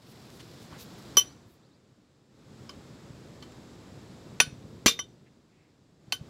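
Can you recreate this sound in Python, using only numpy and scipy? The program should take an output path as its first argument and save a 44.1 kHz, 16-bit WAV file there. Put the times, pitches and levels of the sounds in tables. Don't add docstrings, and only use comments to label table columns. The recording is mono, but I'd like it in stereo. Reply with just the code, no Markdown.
import sys
import numpy as np
from scipy import signal
from scipy.fft import rfft, irfft
from scipy.io import wavfile
from scipy.ndimage import uniform_filter1d

SR = 44100
rng = np.random.default_rng(int(sys.argv[2]) if len(sys.argv) > 2 else 0)


def wrap_up_sound(samples):
    columns = np.atleast_2d(samples).T
    tamed = np.clip(columns, -1, 1)
    steps = np.round(tamed * 32767).astype(np.int16)
    wavfile.write(sys.argv[1], SR, steps)


N = 277389

# (start [s], end [s], rumble level at start [dB], hiss level at start [dB], growth [dB/s])
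SWELLS = [(-.18, 1.17, -57.5, -61, 5.5), (2.286, 4.4, -52.5, -58.5, .4), (4.397, 4.87, -51.5, -63, -1),
          (5.991, 6.3, -52.5, -60, 1)]
QUIET_RUMBLE_DB, QUIET_HISS_DB = -63.5, -71
RISE_S, SINK_S = 0.35, 0.18
# (frequency [Hz], density [dB per Hz])
RUMBLE = [(20, -20.5), (40, -12.5), (70, -4.5), (125, 1), (220, -2.5), (350, -6), (550, -12.5),
          (900, -25.5), (1600, -46)]
HISS = [(500, 2.5), (900, 3.5), (1300, 3), (2000, -1), (3000, -4), (3700, -1), (4400, -3.5), (5000, -3),
        (6000, -8), (7700, -6), (8900, -17), (11500, -18.5), (13000, -25), (15700, -28.5)]
FAR_HISS = [(800, -3), (1300, 1.5), (2500, -3), (4800, 0), (6200, -5), (7600, -3), (9000, -15.5),
            (12000, -24), (15700, -32)]
# (frequency [Hz], correlation [-1 to 1])
LIKENESS = [(60, .45), (130, 0.75), (300, 0.86), (640, 0.71), (1400, -0.039), (3000, -0.067), (6000, .05),
            (15000, -0.1)]

PALM = dict(start=-0.17, end=1.15, db=-60.5, growth_db=1.5, sink=0.089)
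# (frequency [Hz], density [dB per Hz])
PALM_COLOUR = [(1000, -12), (2500, -3), (4000, 3), (5200, 1), (6500, -7), (9000, -11), (12000, -10),
               (15700, -14)]
# (middle [s], nominal length [s], level before fades [dB], centre [Hz],
#   distance from the centre to 6 dB down [octaves])
BRUSHES = [(.108, 0.055, -61, 9000, 1.6), (0.354, .1, -63, 9000, 1.2), (0.406, 0.022, -48, 2200, 1.4),
           (0.63, 0.044, -59, 4040, 1.4), (0.745, 0.081, -51.5, 1150, 1.1), (0.806, 0.056, -49, 4350, .88),
           (.818, 0.057, -52.5, 13000, .3), (.988, .0054, -57, 12500, .35), (1.519, .1, -70.5, 12500, 0.48),
           (5.273, 0.037, -66, 2184, 0.46), (5.6, .2, -72, 2290, 0.31)]
# (time [s], approximate peak level [dB])
BUMPS = [(.725, -40.5), (2.539, -42.5), (2.904, -40), (3.104, -35.5), (4.473, -31.5), (4.525, -34),
         (4.647, -35), (6.079, -40.5), (6.209, -31.5)]

# (time [s], strength [dB], knock pitch [Hz], drift ring re strength [dB])
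TOUCHES = [(0.725, -64.5, 1030, 13), (2.6931, -43.5, 5050, -1.5), (3.4247, -45.5, 4370, -3),
           (3.52, -57, 7300, -18)]
TOUCH = dict(hard_db=-5.5, thud_hz=200, thud_db=-19, clatter_db=-5.5, head_db=-30, bright_db=-8, place=.36, hold=0.0028, grip_db=1)
# (time [s], strength [dB], hardness as treble [dB], knock pitch [Hz],
#   thud pitch [Hz], thud [dB], clatter [dB], hammer head [dB], drift ring [dB],
#   ring brightness [dB per octave], place of contact [share of the drift's length],
#   free ringing [s], grip [dB]); thud, clatter, head and ring are relative to the strength
BLOWS = [ (1.1695, -18, 6, 5016, 380.5, -5, -11, -35, 5.5, 1.4, 0.26, 0.026, -1),
         (4.4011, -9, -6.5, 2530, 240, -15.5, -15, -27, -7.5, 1.5, 0.42, 0.0059, 1.5),
         (4.8602, -13, 3.5, 6180, 105, 1, -.5, -17.5, -4.5, 3, 0.051, 0.018, 4),
         (4.879, -25.5, 0, 2310, 400, -12, 2.5, 2, 4, -.3, .456, 0.006, 0.5),
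         (4.9906, -32, -3, 2030, 200, -6.5, -17, -14, 3.5, -5.5, 0.23, 0.013, 6),
         (6.1224, -21, -1, 4410, 220, -30, -17.5, -36, -6, -3.5, 0.33, 0.02, 12), ]
# (frequency [Hz], density [dB per Hz])
CRACK = [(100, -24), (400, -17), (750, -5), (1100, -3.5), (1750, -2), (2400, 0), (4500, -3), (6300, -3.5),
         (8200, -13.5), (10500, -14), (14000, -15), (15500, -32.5)]
CLATTER = [(60, -24.5), (200, -9.5), (400, -7), (800, -16.5), (1200, -6.5), (1750, -6.5), (2500, -2),
           (4200, 0.5), (6200, -2), (7400, -4.5), (8300, -19), (10200, -14.5), (12600, -19.5), (13700, -12),
           (15000, -38.5)]
# (frequency [Hz], t60 [s])
CLATTER_T60 = [(200, .16), (1000, 0.096), (3500, 0.14), (7000, .11), (14000, 0.14)]
YARD_T60 = [(200, .3), (1500, .32), (6000, 0.34), (14000, .22)]
# (frequency [Hz], correlation [-1 to 1])
THUD_LIKENESS = [(30, .1), (60, -.3), (130, -.88), (350, 0.94), (700, 0.97), (1400, .29)]
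# (bending order [0 = lengthwise], frequency [Hz],
#   relative level [dB], t60 [s])
DRIFT = [(1, 1138, -4.4, 0.053), (2, 3063, -0.5, .092), (2, 3225, -15.5, 0.081), (3, 5885, 5, .06),
         (3, 6025, -9, .085), (4, 9410, -4.5, 0.086), (0, 10150, -15.5, 0.063), (5, 13535, -4.5, .065),
         (4, 10000, -20, .046)]
# (frequency [Hz], relative level [dB], t60 [s])
HEAD = [(3584, 0, .18), (3655, -6, .25), (3689, -4, .18)]
WALL = [(1497, -1, .13)]
DRUM = [(240, -11.5, .14), (463, -19, 0.24), (580, -8, 0.021), (1010, -14, 0.054), (2170, -6.5, 0.091),
        (2374, -6, 0.11), (2840, -8, 0.11), (3190, -6.5, 0.085), (4018, -8, 0.075), (4130, -9.5, .11),
        (4350, -6.5, 0.16), (4550, -21, .08), (4850, -8.5, 0.1), (5540, -6.5, 0.055), (5440, -6.5, 0.081),
        (6270, -6, .08), (6930, -14.5, 0.075), (7500, -10, 0.1), (12400, -17, 0.053)]
KNOCK_DB, KNOCK_PER_HARD = 1.5, 0.46
WALL_DB, WALL_PER_HARD = -21.5, 0.98
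NODE_LEAK = 0.023
RING_PAN_DB = -2
SHUDDER = 0.33

# (time [s], length [s], peak level [dB])
CHIRPS = [(1.247, 0.095, -64), (1.618, .067, -73), (1.705, .065, -73)]
CHIRP_FROM_HZ, CHIRP_TO_HZ = 3300, 5200

EDGE_HZ = 15850


def amp(db):
    return 10 ** (np.asarray(db) / 20)


def evened(x):
    return x / np.sqrt(np.mean(x ** 2) + 1e-20)


def read(points, hz):
    f, value = np.transpose(points)
    return np.interp(np.log(hz + 1), np.log(f), value)


def add(mix, s, sound):
    part = mix[:, max(round(s * SR), 0):][:, :sound.shape[-1]]
    part += sound[..., :part.shape[1]]


def drifting(length, size):
    return evened(uniform_filter1d(rng.standard_normal(length), size=size))


def swell(start, end, db, growth_db, sink):
    t = np.arange(N) / SR
    level = amp(db + growth_db * (np.minimum(t, end) - start))
    rise = np.clip((t - start) / RISE_S, 0, 1)
    return level * rise * np.exp(-np.maximum(t - end, 0) / sink)


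def hump(centre_hz, octaves):
    hz = np.geomspace(20, SR / 2, num=60)
    return np.transpose([hz, -6 * (np.log2(hz / centre_hz) / octaves) ** 2])


def noise(colour, size, likeness=LIKENESS, ripple_db=0):
    hz = np.fft.rfftfreq(size, 1 / SR)
    left, other = rfft(rng.standard_normal((2, size)))
    same = np.clip(read(likeness, hz), -1, 1)
    right = same * left + np.sqrt(1 - same ** 2) * other
    ripple = np.interp(hz, np.linspace(0, SR / 2, num=150), rng.uniform(-1, 1, size=150))
    gain = amp(read(colour, hz) + ripple_db * ripple)
    return evened(irfft(np.array([left, right]) * gain, size))


def damped(t, hold):
    hold = abs(hold) + 1 / SR
    return t - 0.78 * hold * np.tanh(t / hold)


def fade(x, t60, hold):
    hz, t, bands = signal.stft(x, SR, nperseg=256)
    bands = bands * amp(-60 * damped(t, hold) / read(t60, hz)[:, None])
    return signal.istft(bands, SR, nperseg=256)[1][:, :x.shape[1]]


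def mode(hz, t, spread, rattle=0):
    apart = spread * rng.uniform(0.74, 1) * rng.choice([-1, 1])
    phase = 2 * np.pi * rng.random() + apart * np.array([[-0.5], [0.5]])
    angle = 2 * np.pi * hz * t + phase
    waver, slip = drifting(len(t), size=260), drifting(len(t), size=260)
    return np.sin(angle + rattle * slip) * (1 + rattle * waver)


def surroundings():
    low, high = amp(QUIET_RUMBLE_DB), amp(QUIET_HISS_DB)
    for start, end, rumble_db, hiss_db, growth_db in SWELLS:
        low = low + swell(start, end, rumble_db, growth_db, SINK_S)
        high = high + swell(start, end, hiss_db, growth_db, SINK_S)
    lumps = amp(0.7 * drifting(N, size=1500))
    rumble = low * lumps * noise(RUMBLE, N) * amp([[-0.8], [0.8]])
    return rumble + high * noise(HISS, N) + amp(-75.5) * noise(FAR_HISS, N)


def palm():
    grip = drifting(N, size=260)
    slide = swell(**PALM) * amp(1.9 * grip) * noise(PALM_COLOUR, N)
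    catches = (rng.random(N) < 45 / SR) * np.minimum(rng.exponential(1, N), 3)
    ticks = signal.lfilter([1], [1, -np.exp(-1 / (0.002 * SR))], catches)
    return slide * (1 + 0.7 * ticks)


def brushes():
    out = np.zeros((2, N))
    for s, length, db, centre_hz, octaves in BRUSHES:
        size = max(round(1.6 * length * SR), 64)
        stroke = noise(hump(centre_hz, octaves), size) * np.hanning(size)
        add(out, s - size / SR / 2, amp(db) * stroke)
    return out


def bumps():
    out = np.zeros((2, N))
    t = np.arange(SR // 10) / SR
    pulse = t / 0.0034 * np.exp(1 - t / 0.0031)
    for s, db in BUMPS:
        add(out, s, amp(db) * pulse * mode(132, t, spread=1.0))
    return out


def drift_notes(bright_db, place, grip_db):
    notes = []
    for order, hz, db, t60 in DRIFT:
        shape = np.cos((order + 0.5) * np.pi * place + np.pi / 4) if order else 1
        db = db + bright_db * np.log2(hz / 3063)
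        db = db + 10 * np.log10(shape ** 2 + NODE_LEAK) - grip_db * (order == 1)
        notes.append((hz, db, t60))
    return notes


def ring(notes, t, hold):
    age = damped(t, hold)
    total = 0
    for hz, db, t60 in notes:
        spread = min(0.91 + hz / 8500, 2.1)
        total = total + amp(db - 60 * age / t60) * mode(hz, t, spread=spread, rattle=SHUDDER)
    return total


def contact(t, hard_db, knock_hz):
    colour = [(hz, db + hard_db * np.clip((hz - 5000) / 8000, -0.25, 1)) for hz, db in CRACK]
    crack = amp(-60 * damped(t, 0.0032) / 0.03) * noise(colour, len(t), ripple_db=5.5)
    knock_gain = amp(KNOCK_DB - KNOCK_PER_HARD * hard_db - 60 * t / 0.028)
    return crack + knock_gain * mode(knock_hz, t, spread=0.51, rattle=0.3)


def drum_clatter(t, hold):
    clang = 0
    for hz, db, t60 in DRUM:
        clang = clang + amp(db - 60 * t / t60) * mode(hz, t, spread=1.5, rattle=0.059)
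    hollow = fade(noise(CLATTER, len(t), ripple_db=3.5), CLATTER_T60, hold)
    return amp(-2) * clang + amp(-2.5) * hollow


def thud(t, thud_hz):
    u = 2 * np.pi * thud_hz * t
    push = (1 - u) * np.exp(-u) * amp([[4], [-2]])
    boom = noise(hump(thud_hz, 1.9), len(t), THUD_LIKENESS) * amp([[-1], [1]])
    return push, amp(-60 * damped(t, 0.0051) / 0.021) * boom


def blow(hard_db, knock_hz, thud_hz, thud_db, clatter_db, head_db, ring_db, bright_db, place, hold, grip_db):
    t = np.arange(SR // 3) / SR
    push, boom = thud(t, thud_hz)
    drift_gain = amp(ring_db + RING_PAN_DB * np.array([[0.5], [-0.5]]))
    rings = drift_gain * ring(drift_notes(bright_db, place, grip_db), t, hold)
    rings = rings + amp(head_db) * ring(HEAD, t, hold)
    rings = rings + amp(WALL_DB - WALL_PER_HARD * hard_db) * ring(WALL, t, hold)
    clatter = amp(clatter_db) * drum_clatter(t, hold)
    sudden = (1 - np.exp(-t / 0.00035)) * (contact(t, hard_db, knock_hz) + amp(thud_db) * boom)
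    lasting = (1 - np.exp(-t / 0.00097)) * (rings + clatter)
    return amp(thud_db) * push + sudden + lasting


def hammering():
    direct = np.zeros((2, N))
    for s, db, knock_hz, ring_db in TOUCHES:
        add(direct, s, amp(db) * blow(knock_hz=knock_hz, ring_db=ring_db, **TOUCH))
    for s, db, *strike in BLOWS:
        add(direct, s, amp(db) * blow(*strike))
    t = np.arange(SR // 2) / SR
    tail = fade(rng.standard_normal((2, len(t))), YARD_T60, 0) * (1 - np.exp(-t / 0.015))
    echo = signal.fftconvolve(direct, tail / np.linalg.norm(tail[0]), axes=1)[:, :N]
    return direct + amp(-29.5) * echo


def bird():
    out = np.zeros((2, N))
    for s, length, db in CHIRPS:
        size = round(length * SR)
        hz = np.linspace(CHIRP_FROM_HZ, CHIRP_TO_HZ, size) + 130 * drifting(size, size=60)
        whistle = np.sin(2 * np.pi * np.cumsum(hz) / SR)
        add(out, s, amp(db) * whistle * signal.windows.tukey(size, 0.5))
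    return out


def scene():
    return surroundings() + palm() + brushes() + bumps() + hammering() + bird()


def record(dry):
    rounded = 1.172 * np.tanh(dry / 1.065)
    thinned = signal.sosfilt(signal.butter(2, 38, "highpass", fs=SR, output="sos"), rounded)
    low_pass = signal.firwin(511, EDGE_HZ, window=("kaiser", 9), fs=SR)
    return signal.oaconvolve(thinned, low_pass[None], "same", axes=1)


dry = scene()
out = record(dry)
wrap_up_sound(out)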